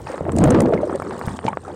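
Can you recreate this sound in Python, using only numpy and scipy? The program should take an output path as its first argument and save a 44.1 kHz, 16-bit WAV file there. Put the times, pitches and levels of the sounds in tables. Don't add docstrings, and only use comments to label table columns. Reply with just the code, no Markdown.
import sys
import numpy as np
from scipy import signal
from scipy.fft import rfft, irfft, next_fast_len
from scipy.io import wavfile
from scipy.ndimage import uniform_filter1d

SR = 44100
rng = np.random.default_rng(int(sys.argv[2]) if len(sys.argv) > 2 else 0)


def dump_mix(stems):
    frames = np.atleast_2d(stems).T
    limited = np.clip(frames, -1, 1)
    pcm = np.round(limited * 32767).astype(np.int16)
    wavfile.write(sys.argv[1], SR, pcm)


N = 77175
TIME = np.arange(N) / SR

# t/s, level/dB
SLOSH_LEVEL = [(0.0, -37), (0.032, -51), (0.088, -34), (0.231, -38.5), (0.287, -33.5), (0.359, -38),
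               (0.431, -38), (0.503, -29.5), (0.535, -23), (0.607, -32.5), (0.822, -32.5), (0.87, -40.5),
               (0.942, -28), (0.985, -41.5), (1.04, -37.5), (1.135, -30.5), (1.175, -36), (1.28, -31.5),
               (1.413, -43), (1.485, -29.5), (1.604, -51), (1.692, -33), (1.748, -45.5)]


def from_db(db):
    return 10 ** (np.asarray(db) / 20)


def rms_one(x):
    return x / np.sqrt(np.mean(x ** 2) + 1e-20)


def level(rows):
    return from_db(np.interp(TIME, *np.transpose(rows)))


def add(out, start_s, wave):
    i = max(int(start_s * SR), 0)
    out[i:i + len(wave)] += wave[:max(N - i, 0)]


def filtered(x, order, edge_hz, kind="low"):
    return signal.sosfilt(signal.butter(order, edge_hz, kind, fs=SR, output="sos"), x)


def colour(x, points):
    size = next_fast_len(N + 8192)
    size += size % 2
    point_hz, point_db = np.transpose(points)
    bin_hz = np.arange(size // 2 + 1) * SR / size
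    gain_db = np.interp(np.log(bin_hz + 1), np.log(point_hz), point_db)
    cepstrum = irfft(np.log(rms_one(from_db(gain_db))))
    cepstrum[1:size // 2] *= 2
    cepstrum[size // 2 + 1:] = 0
    return irfft(rfft(x, size) * np.exp(rfft(cepstrum)))[:N]


def evened(x, window_s):
    size = max(int(window_s * SR), 8)
    power = uniform_filter1d(uniform_filter1d(x ** 2, size), size)
    return x / np.sqrt(np.abs(power) + 1e-12)


def flutter(per_s, depth_db):
    return from_db(depth_db * np.interp(TIME * per_s, np.arange(N), rng.standard_normal(N)))


def bubble(hz, t60_s):
    attack_cycles = 0.43
    rise_per_t60 = 0.044
    t = np.arange(int(t60_s * SR)) / SR
    cycles = hz * (t + rise_per_t60 * t * t / (2 * t60_s))
    attack = 1 - np.exp(-t * hz / attack_cycles)
    return np.sin(2 * np.pi * cycles) * from_db(-60 * t / t60_s) * attack


def bubble_cloud(low_hz, high_hz, cycles, spread_db, even_s, count):
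    skirt_share = 0.66
    out = np.zeros(N)
    for k, (when, pitch, size, life) in enumerate(rng.random((count, 4))):
        hz = low_hz * (high_hz / low_hz) ** pitch
        start_s = (k + 2 * when - 1) / count * N / SR
        gain = (-1) ** k * from_db(spread_db * size ** 2)
        add(out, start_s, gain * bubble(hz, cycles * (.5 + life) / hz))
    return evened(filtered(out, 2, skirt_share * low_hz, "high"), even_s)


def lapping():
    # f/Hz, relative density/dB
    lapping_colour = [(35, -37), (90, 0.5), (500, 32), (1200, -8), (2500, -35), (8000, -37), (10500, -61)]
    return from_db(-48.5) * colour(rng.standard_normal(N), lapping_colour)


def wash():
    # f/Hz, relative density/dB
    wash_colour = [(400, -23), (900, -3.5), (1900, -8.5), (2700, -21), (6000, -48)]
    swish_at_s, swish_width_s, swish_db = 0.11, 0.049, -42
    swish = from_db(swish_db) * np.exp(-((TIME - swish_at_s) / swish_width_s) ** 2)
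    gain = from_db(-13.5) * level(SLOSH_LEVEL) + swish
    return gain * flutter(per_s=120, depth_db=3.5) * colour(rng.standard_normal(N), wash_colour)


def spray(per_s, spread_db, mist_db):
    # t/s, level/dB
    spray_level = [(0.0, -65), (0.096, -49), (0.216, -60.5), (0.359, -63.5), (0.375, -50), (0.511, -52),
                   (0.575, -56), (0.607, -53), (0.639, -60.5), (0.806, -62.5), (0.878, -55.5),
                   (1.046, -58.5), (1.07, -55), (1.277, -52), (1.36, -51), (1.405, -60), (1.477, -49.5),
                   (1.517, -61), (1.59, -64), (1.64, -58), (1.748, -58.5)]
    # f/Hz, relative density/dB
    spray_colour = [(2300, -5.5), (3200, 3), (5200, 2), (6300, 2), (8700, 9.5), (9600, 0), (10600, -8.5),
                    (16000, -23)]
    hits = rng.random(N) < per_s / SR
    strength = from_db(spread_db * np.minimum(rng.exponential(1, N), 5))
    clicks = hits * strength * rng.choice([-1, 1], N)
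    pings = bubble_cloud(2300, 10350, cycles=42, spread_db=28.5, even_s=0.025, count=2200)
    mist = from_db(mist_db) * flutter(per_s=170, depth_db=9.5) * rng.standard_normal(N)
    fine = from_db(-8.0) * evened(clicks, 0.2) + mist + from_db(-4.5) * pings
    fine = filtered(colour(fine, spray_colour), 2, 1200, "high")
    return level(spray_level) * from_db(2.5) * fine


def spatters(count):
    # t/s, base level/dB
    sheets = [(0.381, -18), (.4127, -24), (0.4396, -22), (0.54, -14), (0.6564, -20), (0.7352, -15)]
    run_s, low_hz, high_hz = 0.0098, 1300, 6000
    ring_cycles, tilt_db_per_octave = 7.5, -5
    out = np.zeros(N)
    for start_s, db in sheets:
        for k, (when, pitch, size) in enumerate(rng.random((count, 3))):
            octaves = pitch * np.log2(high_hz / low_hz)
            hz = low_hz * 2 ** octaves
            gain = (.5 + size) * from_db(db + tilt_db_per_octave * octaves)
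            add(out, start_s + run_s * (k + when) / count, gain * bubble(hz, ring_cycles / hz))
    return out


def taps():
    # t/s, impulse level before the band-pass/dB
    casing_drops = [(0.6202, -12.5), (1.023, -21), (1.1935, -18), (1.266, -15.5)]
    out = np.zeros(N)
    for start_s, db in casing_drops:
        add(out, start_s, from_db([db]))
    return filtered(out, 1, [5500, 12000], "band")


def ticks():
    # t/s, relative level/dB
    port_drops = [(.319, -18.5), (.3633, -14.5), (.3848, -9), (.439, -6.5), (0.505, -6), (0.6041, -5.5),
                  (1.4857, -21.5)]
    # f/Hz, relative density/dB
    tick_colour = [(1500, -3.5), (4500, -7.5), (6200, -0.5), (8500, 5.5), (9600, -1.5), (11000, -20.5),
                   (16000, -21)]
    t60_s, attack_s = 0.013, 0.00092
    envelope = np.zeros(N)
    t = np.arange(SR // 10) / SR
    for start_s, db in port_drops:
        add(envelope, start_s, from_db(db - 60 * t / t60_s) * (1 - np.exp(-t / attack_s)))
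    return from_db(-7.5) * colour(envelope * rng.standard_normal(N), tick_colour)


def slaps():
    # t/s, pulse level before low-pass/dB, pulse and gulp pitch/Hz, low-pass/Hz
    wavelets = [(0.0711, -23, 930, 4040), (.1795, -22, 774, 2380), (0.2532, -26, 635, 3826),
                (.294, -15.5, 590, 5000), (0.8977, -11.5, 592, 1350), (0.9992, -16, 432, 1470),
                (1.021, -9, 910, 1390), (1.1096, -26, 1030, 6040), (1.2136, -15.5, 694, 2280),
                (1.283, -15, 750, 2290), (1.3905, -18.5, 810, 5760), (1.4422, -26.5, 830, 2200),
                (1.466, -17.5, 2000, 5650), (1.5308, -18.5, 666, 2430), (1.5723, -10.5, 506, 2600)]
    gulp_db, gulp_cycles = -13, 3.9
    splatter_db, splatter_s, splatter_t60_s = -27.5, 0.0054, 0.022
    out = np.zeros(N)
    for start_s, db, hz, top_hz in wavelets:
        u = 2 * np.pi * hz * (TIME - start_s)
        pulse = -u / (1 + u * u) ** 2
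        out += from_db(db) * filtered(pulse / pulse.max(), 4, top_hz)
        add(out, start_s, -from_db(gulp_db) * bubble(hz, gulp_cycles / hz))
        for when, pitch, size in rng.random((3, 3)):
            gain = 2 * size * from_db(splatter_db + db)
            add(out, start_s + when * splatter_s, gain * bubble(hz * 2 ** (2 * pitch), splatter_t60_s))
    return out


def plops():
    # t/s, starting pitch/Hz, level before attack and decay/dB, t60/s
    bubbles_and_rings = [(.069, 877, -16.5, 0.024), (.0705, 2470, -38, 0.046), (.099, 524, -17.5, 0.045),
                         (.141, 550, -15, 0.032), (.208, 535, -1.5, 0.009), (0.213, 152, -7.5, 0.028),
                         (.355, 167, 1, 0.019), (0.412, 183.2, -2.5, .11), (0.437, 287, 8, 0.052),
                         (.504, 6220, -22.5, 0.017), (.518, 364, -11.5, 0.11), (.545, 325.6, 4, 0.077),
                         (.606, 1940, -14, 0.013), (.672, 454, -6.5, 0.049), (.735, 445, 1.5, .036),
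                         (0.776, 2100, -24, 0.027), (.832, 597, -7.5, 0.051), (0.951, 538, -9.5, 0.04),
                         (1, 1310, -18.5, .014), (1.275, 141, -1.5, 0.019), (1.451, 223, -3.5, 0.017),
                         (1.4785, 2990, -33.5, 0.048), (1.481, 880, -6, 0.036), (1.482, 2265, -19, .023),
                         (1.531, 1122, -20, 0.045), (1.65, 1325, -28, 0.038), (1.68, 766, -19.5, 0.023)]
    out = np.zeros(N)
    for start_s, hz, db, t60_s in bubbles_and_rings:
        add(out, start_s, from_db(db) * bubble(hz, t60_s))
    return out


def churn():
    # t/s, level/dB
    pocket_level = [(0.0, -47.5), (0.08, -40), (0.136, -48), (0.455, -12.5), (0.655, -19), (0.71, -33),
                    (0.742, -22.5), (0.878, -46.5), (0.91, -38), (0.982, -41), (1.133, -39), (1.173, -41.5),
                    (1.349, -34), (1.413, -48.5), (1.469, -30.5), (1.612, -49.5), (1.748, -43.5)]
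    gurgle_level = [(0.0, -44.5), (0.056, -43.5), (0.08, -41), (0.239, -34), (0.287, -22), (0.311, -36.5),
                    (0.431, -15), (0.734, -19.5), (0.79, -26.5), (0.966, -26), (0.982, -51), (1.062, -30),
                    (1.421, -48), (1.453, -25), (1.58, -65), (1.612, -57.5), (1.684, -35.5), (1.748, -36)]
    surge_level = [(0, -45.5), (.168, -61), (.216, -44.5), (.471, -26), (.495, -53), (.615, -54),
                   (.75, -43.5), (1.221, -55), (1.261, -42), (1.437, -52)]
    # f/Hz, relative density/dB
    surge_colour = [(25, -42), (60, 14.5), (90, 29.5), (170, -38)]

    pockets = bubble_cloud(121.5, 301.0, cycles=7.0, spread_db=8.0, even_s=0.03, count=220)
    gurgle = bubble_cloud(313.4, 652, cycles=13.2, spread_db=11.5, even_s=0.014, count=280)
    slosh = bubble_cloud(690, 1240, cycles=14.0, spread_db=16.5, even_s=0.05, count=600)
    fizz = bubble_cloud(1300, 1910, cycles=45.0, spread_db=38.0, even_s=0.045, count=600)
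    surge = evened(colour(rng.standard_normal(N), surge_colour), 0.031)

    out = from_db(3.5) * level(pocket_level) * pockets
    out += from_db(1.83) * level(gurgle_level) * gurgle
    out += level(SLOSH_LEVEL) * (from_db(-3.5) * slosh + from_db(-16.0) * fizz)
    return out + from_db(8.5) * level(surge_level) * surge


def scene():
    drops = spray(per_s=1900, spread_db=1.5, mist_db=-10.0) + spatters(count=7) + taps() + ticks()
    return (lapping() + wash() + drops + slaps() + plops() + churn())[None]


def record(dry):
    ceiling, knee, overload_top_hz, stopband_hz = 0.34, 20.4, 4550, 17300
    low = signal.sosfiltfilt(signal.butter(2, overload_top_hz, fs=SR, output="sos"), dry)
    flattened = low / (1 + np.abs(low / ceiling) ** knee) ** (1 / knee)
    top_cut = signal.cheby2(12, 70, stopband_hz, fs=SR, output="sos")
    return signal.sosfilt(top_cut, dry - low + flattened)


dry = scene()
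out = record(dry)
dump_mix(out)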